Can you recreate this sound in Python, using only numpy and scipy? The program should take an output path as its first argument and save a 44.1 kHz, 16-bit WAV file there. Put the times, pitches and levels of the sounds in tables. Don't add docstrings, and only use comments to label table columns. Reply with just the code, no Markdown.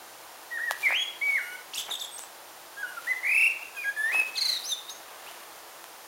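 import sys
import numpy as np
from scipy import signal
from scipy.fft import rfft, irfft
from scipy.io import wavfile
from scipy.ndimage import uniform_filter1d

SR = 44100
rng = np.random.default_rng(int(sys.argv[2]) if len(sys.argv) > 2 else 0)


def put_to_file(sound):
    columns = np.atleast_2d(sound).T
    safe = np.clip(columns, -1, 1)
    whole_steps = np.round(safe * 32767)
    wavfile.write(sys.argv[1], SR, whole_steps.astype(np.int16))


N = 267687

# (frequency [Hz], relative level [dB])
HUSH_SPECTRUM = [(18, -46), (30, -23.5), (75, -20.5), (263, -16.5), (324, -8.5), (359, -10.5), (410, -6.5),
                 (787, 0), (1770, -7), (2130, -9.5), (15500, -15.5)]
# (time [s], length [s], pitch [Hz], drift [share of pitch], scoop [share of pitch],
# fall [share of pitch], fall time [s], level [dB], push before the fall [dB], overtone gain [dB])
WHISTLE_NOTES = [ (0.506, 0.092, 1870, -0.065, 0, 0.33, 0.015, -31, 5, -37),
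                 (.589, 0.13, 1933, 0.095, .26, 0.203, 0.034, -25, -4, -38),
                 (1.212, 0.19, 2237, -.075, 0.13, .31, 0.026, -20.5, -0.5, -39),
                 (1.393, 0.18, 1447, 0.058, -.09, -0.055, 0.017, -42, 5, -22),
                 (2.767, 0.079, 1655, 0.047, 0, 0.107, 0.0177, -34, 2, -30.5),
                 (2.824, 0.047, 1460, -0.07, -0.061, -0.0057, 0.018, -31.5, 8, -42),
                 (2.855, 0.11, 1440, -0.0018, 0, 0.02, 0.019, -44.5, -10, -19),
                 (2.966, 0.031, 1394, -0.069, 0.014, 0.053, 0.01, -30, 2.5, -36),
                 (3.066, 0.073, 2030, 0.042, .2, 0.15, 0.012, -23.5, 2.5, -36.5),
                 (3.744, 0.046, 1628, -0.046, 0, 0.18, 0.0073, -40.5, 5, -19.5),
                 (3.764, 0.091, 2433, -0.053, -0.038, 0.18, 0.016, -31.5, -2, -24.5),
                 (3.84, 0.067, 1640, 0, 0.012, -0.064, 0.0075, -27, 3, -32.5),
                 (3.962, 0.17, 1769, 0.1, -0.085, -0.17, 0.033, -26, 1.5, -32.5),
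                 (4.115, 0.1047, 2586, -.015, 0.3, 0.11, 0.0084, -24, 8, -29.5),
                 (5.256, .055, 2910, 0.48, 0.047, -0.041, 0.019, -45, 3, -40), ]
# (frequency [Hz], gain [dB])
BEAK_RESPONSE = [(3000, 13), (4000, 6), (5200, 2.5), (6600, 3), (7500, -12), (8500, 7), (9300, -4),
                 (10400, 8), (11700, 1), (13000, -5), (16000, -9)]
# (frequency [Hz], time to fall 60 dB [s])
FOLIAGE_DECAY = [(500, 0.17), (2000, 0.59), (4000, 0.57), (8000, 0.22), (14000, 0.033)]
# (time [s], peak level [dB], treble tilt [dB])
NEAR_SNAPS = [(.7105, -5.5, 16.5), (.906, -23.5, -31), (.924, -23.5, -23), (2.193, -16, 39),
              (2.238, -22.5, 20), (4.146, -25, -17), (5.228, -36, 16), (5.842, -19.5, 26)]
# (frequency [Hz], relative level [dB])
SNAP_SPECTRUM = [(100, -41), (380, -19), (550, 9.5), (800, 14.5), (1200, 9.5), (2400, -3), (3500, -3),
                 (5000, -12.5), (15500, -19.5)]
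# (peak time [s], fade time [s], dull level [dB], crisp level [dB])
RUSTLE_SWELLS = [(0.717, 0.01, -55, -33.5), (.815, 0.075, -47, -39), (0.898, 0.037, -38, -47.5),
                 (1.3, 0.17, -48, -48), (1.89, 0.04, -41.5, -61), (3.05, 0.15, -49, -47.5),
                 (3.421, .2, -52, -49), (4.152, 0.12, -39.5, -44), (4.5, 0.19, -60, -41.5),
                 (5.08, 0.45, -52.5, -70), (5.29, 0.21, -55, -50.5)]
# (frequency [Hz], relative level [dB])
DULL_SPECTRUM = [(100, -33), (300, -8.5), (500, -4), (900, 1.5), (1500, -2), (3000, -7), (8000, -59)]
# (frequency [Hz], relative level [dB])
CRISP_SPECTRUM = [(300, -13), (1500, -5), (3500, 3), (5500, -3.5), (8000, -3), (11000, -2), (15500, -5.5)]
# (time [s], top pitch [Hz], level [dB])
BUZZ_CONTOUR = [(0.828, 2374, -20), (0.851, 2330, -20), (0.873, 2070, -17), (0.889, 2283, -25.5),
                (0.941, 2532, -24.5), (0.961, 3020, -22.5), (0.985, 3260, -27.5), (1.024, 3323, -22.5),
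                (1.052, 3324, -37)]
# (time [s], length [s], rise time [s], first pitch [Hz], top pitch [Hz], level [dB], swell [dB])
UPSWEEP_NOTES = [ (1.734, 0.03, .015, 2670, 8800, -34.5, -1), (1.766, 0.02, 0.0084, 4730, 8230, -34.5, 12),
                 (1.787, 0.032, 0.0074, 4520, 7960, -34, 4), (1.814, 0.02, .008, 4700, 8000, -41, -5),
                 (1.897, 0.097, 0.016, 6000, 8280, -41.5, 2), (1.993, 0.073, 0.0093, 3820, 7890, -39.5, -5),
                 (2.11, 0.064, 0.0053, 8100, 8500, -41, 12), (2.18, 0.071, 0.011, 5450, 8270, -40, -4),
                 (4.639, 0.085, 0.023, 4720, 6370, -34, 2), (4.893, 0.038, 0.0077, 3870, 6550, -38.5, -4), ]
# (time [s], length [s], first pitch [Hz], last pitch [Hz], level [dB])
CHIP_NOTES = [ (1.749, 0.029, 2310, 3120, -35), (1.769, 0.028, 4264, 2870, -30),
              (1.791, 0.0192, 3850, 2856, -31.5), (1.803, 0.0145, 4170, 2990, -34),
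              (1.904, .031, 4120, 3260, -27.5), (1.934, 0.014, 3990, 3335, -27.5),
              (1.951, 0.01, 3570, 3140, -30.5), (2.008, 0.024, 4026, 3220, -29),
              (2.035, 0.0226, 3900, 3190, -33), (4.353, .022, 4640, 2960, -31.5),
              (4.681, 0.043, 4300, 3600, -34.5), (4.707, 0.037, 3820, 3546, -23.5),
              (4.877, 0.037, 3600, 3890, -38.5), ]
# (time [s], level [dB], end pitch [Hz])
TRILL_STROKES = [(4.368, -23.5, 3980), (4.405, -21, 4080), (4.442, -22.5, 3960), (4.477, -21.5, 3990),
                 (4.514, -25, 3817), (4.550, -29.5, 3645)]

BAND_LIMIT_HZ = 15900


def amp(db):
    return 10 ** (np.asarray(db) / 20)


def unit(x):
    return x / np.sqrt(np.mean(x ** 2) + 1e-20)


def read(points, hz):
    f, value = np.transpose(points)
    return np.interp(np.log(hz + 1), np.log(f + 1), value)


def add(mix, start, sound):
    part = mix[max(round(start * SR), 0):][:len(sound)]
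    part += sound[:len(part)]


def noise(spectrum):
    gain = amp(read(spectrum, np.fft.rfftfreq(N, 1 / SR)))
    return unit(irfft(rfft(rng.standard_normal(N)) * gain, N))


def wander(n, rate):
    steps = np.arange(n) * rate / SR
    count = int(steps[-1]) + 2
    return np.interp(steps, np.arange(count), rng.standard_normal(count))


def hush(wash_db=-46.5, hum_hz=335, hum_db=-69):
    hz = hum_hz * (1 + .04 * wander(N, 60))
    hum = np.sin(2 * np.pi * np.cumsum(hz) / SR) * (1 + .5 * wander(N, 20))
    return amp(wash_db) * noise(HUSH_SPECTRUM) + amp(hum_db) * unit(hum)


def note(length, attack_s=0.0077, release_s=0.0071, ends_db=-14):
    t = np.arange(0, length, 1 / SR)
    return t, ends_db * (np.exp(-t / attack_s) + np.exp((t - length) / release_s))


def syrinx(hz, db, overtone_db, slope_db, jitter=0.001, strain=0.0008):
    sweep = abs(np.gradient(np.log(hz))) * SR
    shake = np.minimum(strain * sweep, .05)
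    hz = hz * (1 + jitter * wander(len(hz), 383) + shake * wander(len(hz), 2500))
    phase = 2 * np.pi * np.cumsum(hz) / SR
    tone = np.exp(1j * phase)
    odd_db = np.interp(hz, [1450, 1900], [-10, 0])
    for k in range(2, 10):
        partial_db = overtone_db + slope_db * (k - 3) + odd_db * (k % 2) + read(BEAK_RESPONSE, k * hz)
        tone += amp(partial_db) * (k * hz < BAND_LIMIT_HZ) * np.exp(1j * k * phase)
    return tone * amp(db) * signal.windows.tukey(len(hz), min(200 / len(hz), 1))


def whistles(scoop_s=.009, off_pitch_db=-22):
    out = np.zeros(N)
    for start, length, hz, drift, scoop, fall, fall_s, db, push_db, overtone_db in WHISTLE_NOTES:
        t, fade_db = note(length)
        to_go = (length - t) / fall_s
        bend = drift * (t / length - .5) - scoop * np.exp(-t / scoop_s) - fall * np.exp(-to_go ** 2)
        push = np.exp(-(to_go - 2.2) ** 2)
        level_db = db + fade_db + push_db * push + off_pitch_db * abs(bend)
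        add(out, start, syrinx(hz * (1 + bend), level_db, overtone_db, slope_db=1.4).real)
    return out


def trees(sound, scatter_db=-11, early_db=-17):
    taps = rng.standard_normal(SR) * (rng.random(SR) < 3000 / SR)
    hz, t, bands = signal.stft(taps, SR, nperseg=256)
    decay = amp(-60 * t / read(FOLIAGE_DECAY, hz)[:, None])
    onset = 1 - np.exp(-t / 0.0009)
    tail = signal.istft(bands * decay * onset, SR, nperseg=256)[1]
    tail *= amp(scatter_db) / np.linalg.norm(tail)
    for delay_s in (.019, .034, .066):
        tail[round(delay_s * rng.uniform(.95, 1.05) * SR)] += amp(early_db) * rng.choice([-1, 1])
    return signal.fftconvolve(sound, tail)[:N]


def snaps():
    out, hz = np.zeros(N), abs(np.fft.fftfreq(2048, 1 / SR))
    for start, db, treble_db in NEAR_SNAPS:
        log_gain = np.log(amp(read(SNAP_SPECTRUM, hz) + treble_db * hz / (hz + 3000)))
        click = np.fft.ifft(np.exp(np.conj(signal.hilbert(log_gain)))).real
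        add(out, start, amp(db) * click / abs(click).max())
    return out


def rustle(rise_share=0.46, dull_grain_db=4.0, crisp_grain_db=3.3):
    t, dull, crisp = np.arange(N) / SR, np.zeros(N), np.zeros(N)
    for peak_s, fade_s, dull_db, crisp_db in RUSTLE_SWELLS:
        swell = np.exp(-np.maximum(t - peak_s, (peak_s - t) / rise_share) / fade_s)
        dull += amp(dull_db) * swell
        crisp += amp(crisp_db) * swell
    grain = wander(N, 300)
    dull *= noise(DULL_SPECTRUM) * unit(amp(dull_grain_db * grain))
    crisp *= noise(CRISP_SPECTRUM) * unit(amp(crisp_grain_db * grain))
    return dull + crisp


def arches(hz, db, rate, depth, overtone_db, slope_db, lean=.85, dip_db=5):
    cycle = np.cumsum(rate) / SR % 1
    dip = (1 - np.sin(np.pi * cycle ** lean)) ** 1.4
    drop = depth * uniform_filter1d(dip, size=120)
    weaken_db = dip_db * drop / (drop.max() + 1e-9)
    return syrinx(hz * (1 - drop), db - .5 * weaken_db, overtone_db - weaken_db, slope_db, 0.0033).real


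def buzz(flutter_hz=100, deepest_at_s=.917, width_s=0.031):
    out = np.zeros(N)
    times, pitches, levels = np.transpose(BUZZ_CONTOUR)
    t, fade_db = note(times[-1] - times[0])
    t = t + times[0]
    hz, db = np.interp(t, times, pitches), np.interp(t, times, levels) + fade_db
    depth = 0.48 * np.exp(-((t - deepest_at_s) / width_s) ** 2)
    overtone_db = np.linspace(-58, -25, len(t))
    add(out, times[0], arches(hz, db, np.full(len(t), flutter_hz), depth, overtone_db, slope_db=-11.5))
    return out


def upsweeps(sag_per_s=.55):
    out = np.zeros(N, complex)
    for start, length, rise_s, first_hz, top_hz, db, swell_db in UPSWEEP_NOTES:
        t = np.arange(0, length, 1 / SR)
        level_db = db + swell_db * (t / length - .5)
        hz = (top_hz + (first_hz - top_hz) * np.exp(-(t / rise_s) ** 2)) * (1 - sag_per_s * t)
        add(out, start, syrinx(hz, level_db, overtone_db=-26, slope_db=-13.5, jitter=0.0059))
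    return out


def chips():
    out = np.zeros(N, complex)
    for start, length, first_hz, last_hz, db in CHIP_NOTES:
        progress = np.arange(0, length, 1 / SR) / length
        hz = first_hz + (last_hz - first_hz) * progress ** 0.753
        tone = syrinx(hz, db, overtone_db=-23.5, slope_db=-13.0, jitter=.012, strain=0.0027)
        add(out, start, np.sin(np.pi * progress) * tone)
    return out


def twitter(sum_tone_db=-9):
    upper, lower = upsweeps(), chips()
    coupled = upper * lower / np.sqrt(abs(upper * lower) + 1e-12)
    rasp_db = np.interp(np.arange(N) / SR, [1.82, 1.9], [-6, -13])
    rasp = amp(rasp_db) * abs(coupled) * noise(CRISP_SPECTRUM)
    flutter = unit(amp(2 * wander(N, 350)))
    return (upper * flutter + lower + amp(sum_tone_db) * coupled).real + rasp


def warble(start_s=3.229, length_s=0.26, settle_s=0.12, depth=.21):
    out = np.zeros(N)
    t, fade_db = note(length_s)
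    climb = np.tanh(t / settle_s)
    hz = np.interp(climb, [0, 1], [2083, 2786])
    db = np.interp(climb, [0, 1], [-26, -17.5]) + fade_db
    overtone_db = np.interp(climb, [0, 1], [-35, -27])
    arches_per_s = np.interp(t, [0, settle_s], [58, 32])
    add(out, start_s, arches(hz, db, arches_per_s, depth, overtone_db, slope_db=1.5))
    return out


def trill(stroke_s=0.0352, fall=.28, settle_s=0.0109, rasp_db=-16):
    out, t = np.zeros(N), np.arange(0, stroke_s, 1 / SR)
    envelope = abs(np.sin(np.pi * t / stroke_s)) ** 1.02
    for start, db, end_hz in TRILL_STROKES:
        hz = end_hz * (1 + fall * (np.exp(-t / settle_s) - np.exp(-stroke_s / settle_s)))
        phase = 2 * np.pi * np.cumsum(hz * (1 + .015 * wander(len(t), 2500))) / SR
        comb = sum(amp(-3.5 * (k - 3)) * np.sin(k * phase / 2) for k in range(3, 7))
        comb += amp(-1) * np.sin(phase / 2)
        rasp = amp(rasp_db) * comb * (1 + .8 * wander(len(t), 1800))
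        add(out, start, amp(db) * envelope * (np.sin(phase) + rasp))
    return out


def scene(sway_hz=3):
    song = whistles() + buzz() + warble() + twitter() + trill()
    clicks = snaps()
    into_trees = song + .5 * clicks
    sway = 2 * np.pi * sway_hz * np.arange(N) / SR
    echoes = trees(into_trees * np.cos(sway)) + trees(into_trees * np.sin(sway))
    return (song + clicks + echoes + rustle() + hush())[None]


def record(dry, notch_hz=7900, notch_width_hz=300):
    dipped = signal.lfilter(*signal.iirnotch(notch_hz, notch_hz / notch_width_hz, SR), dry)
    lowpass = signal.firwin(511, BAND_LIMIT_HZ, window=("kaiser", 9), fs=SR)
    return signal.oaconvolve(dipped, lowpass[None], "same")


dry = scene()
out = record(dry)
put_to_file(out)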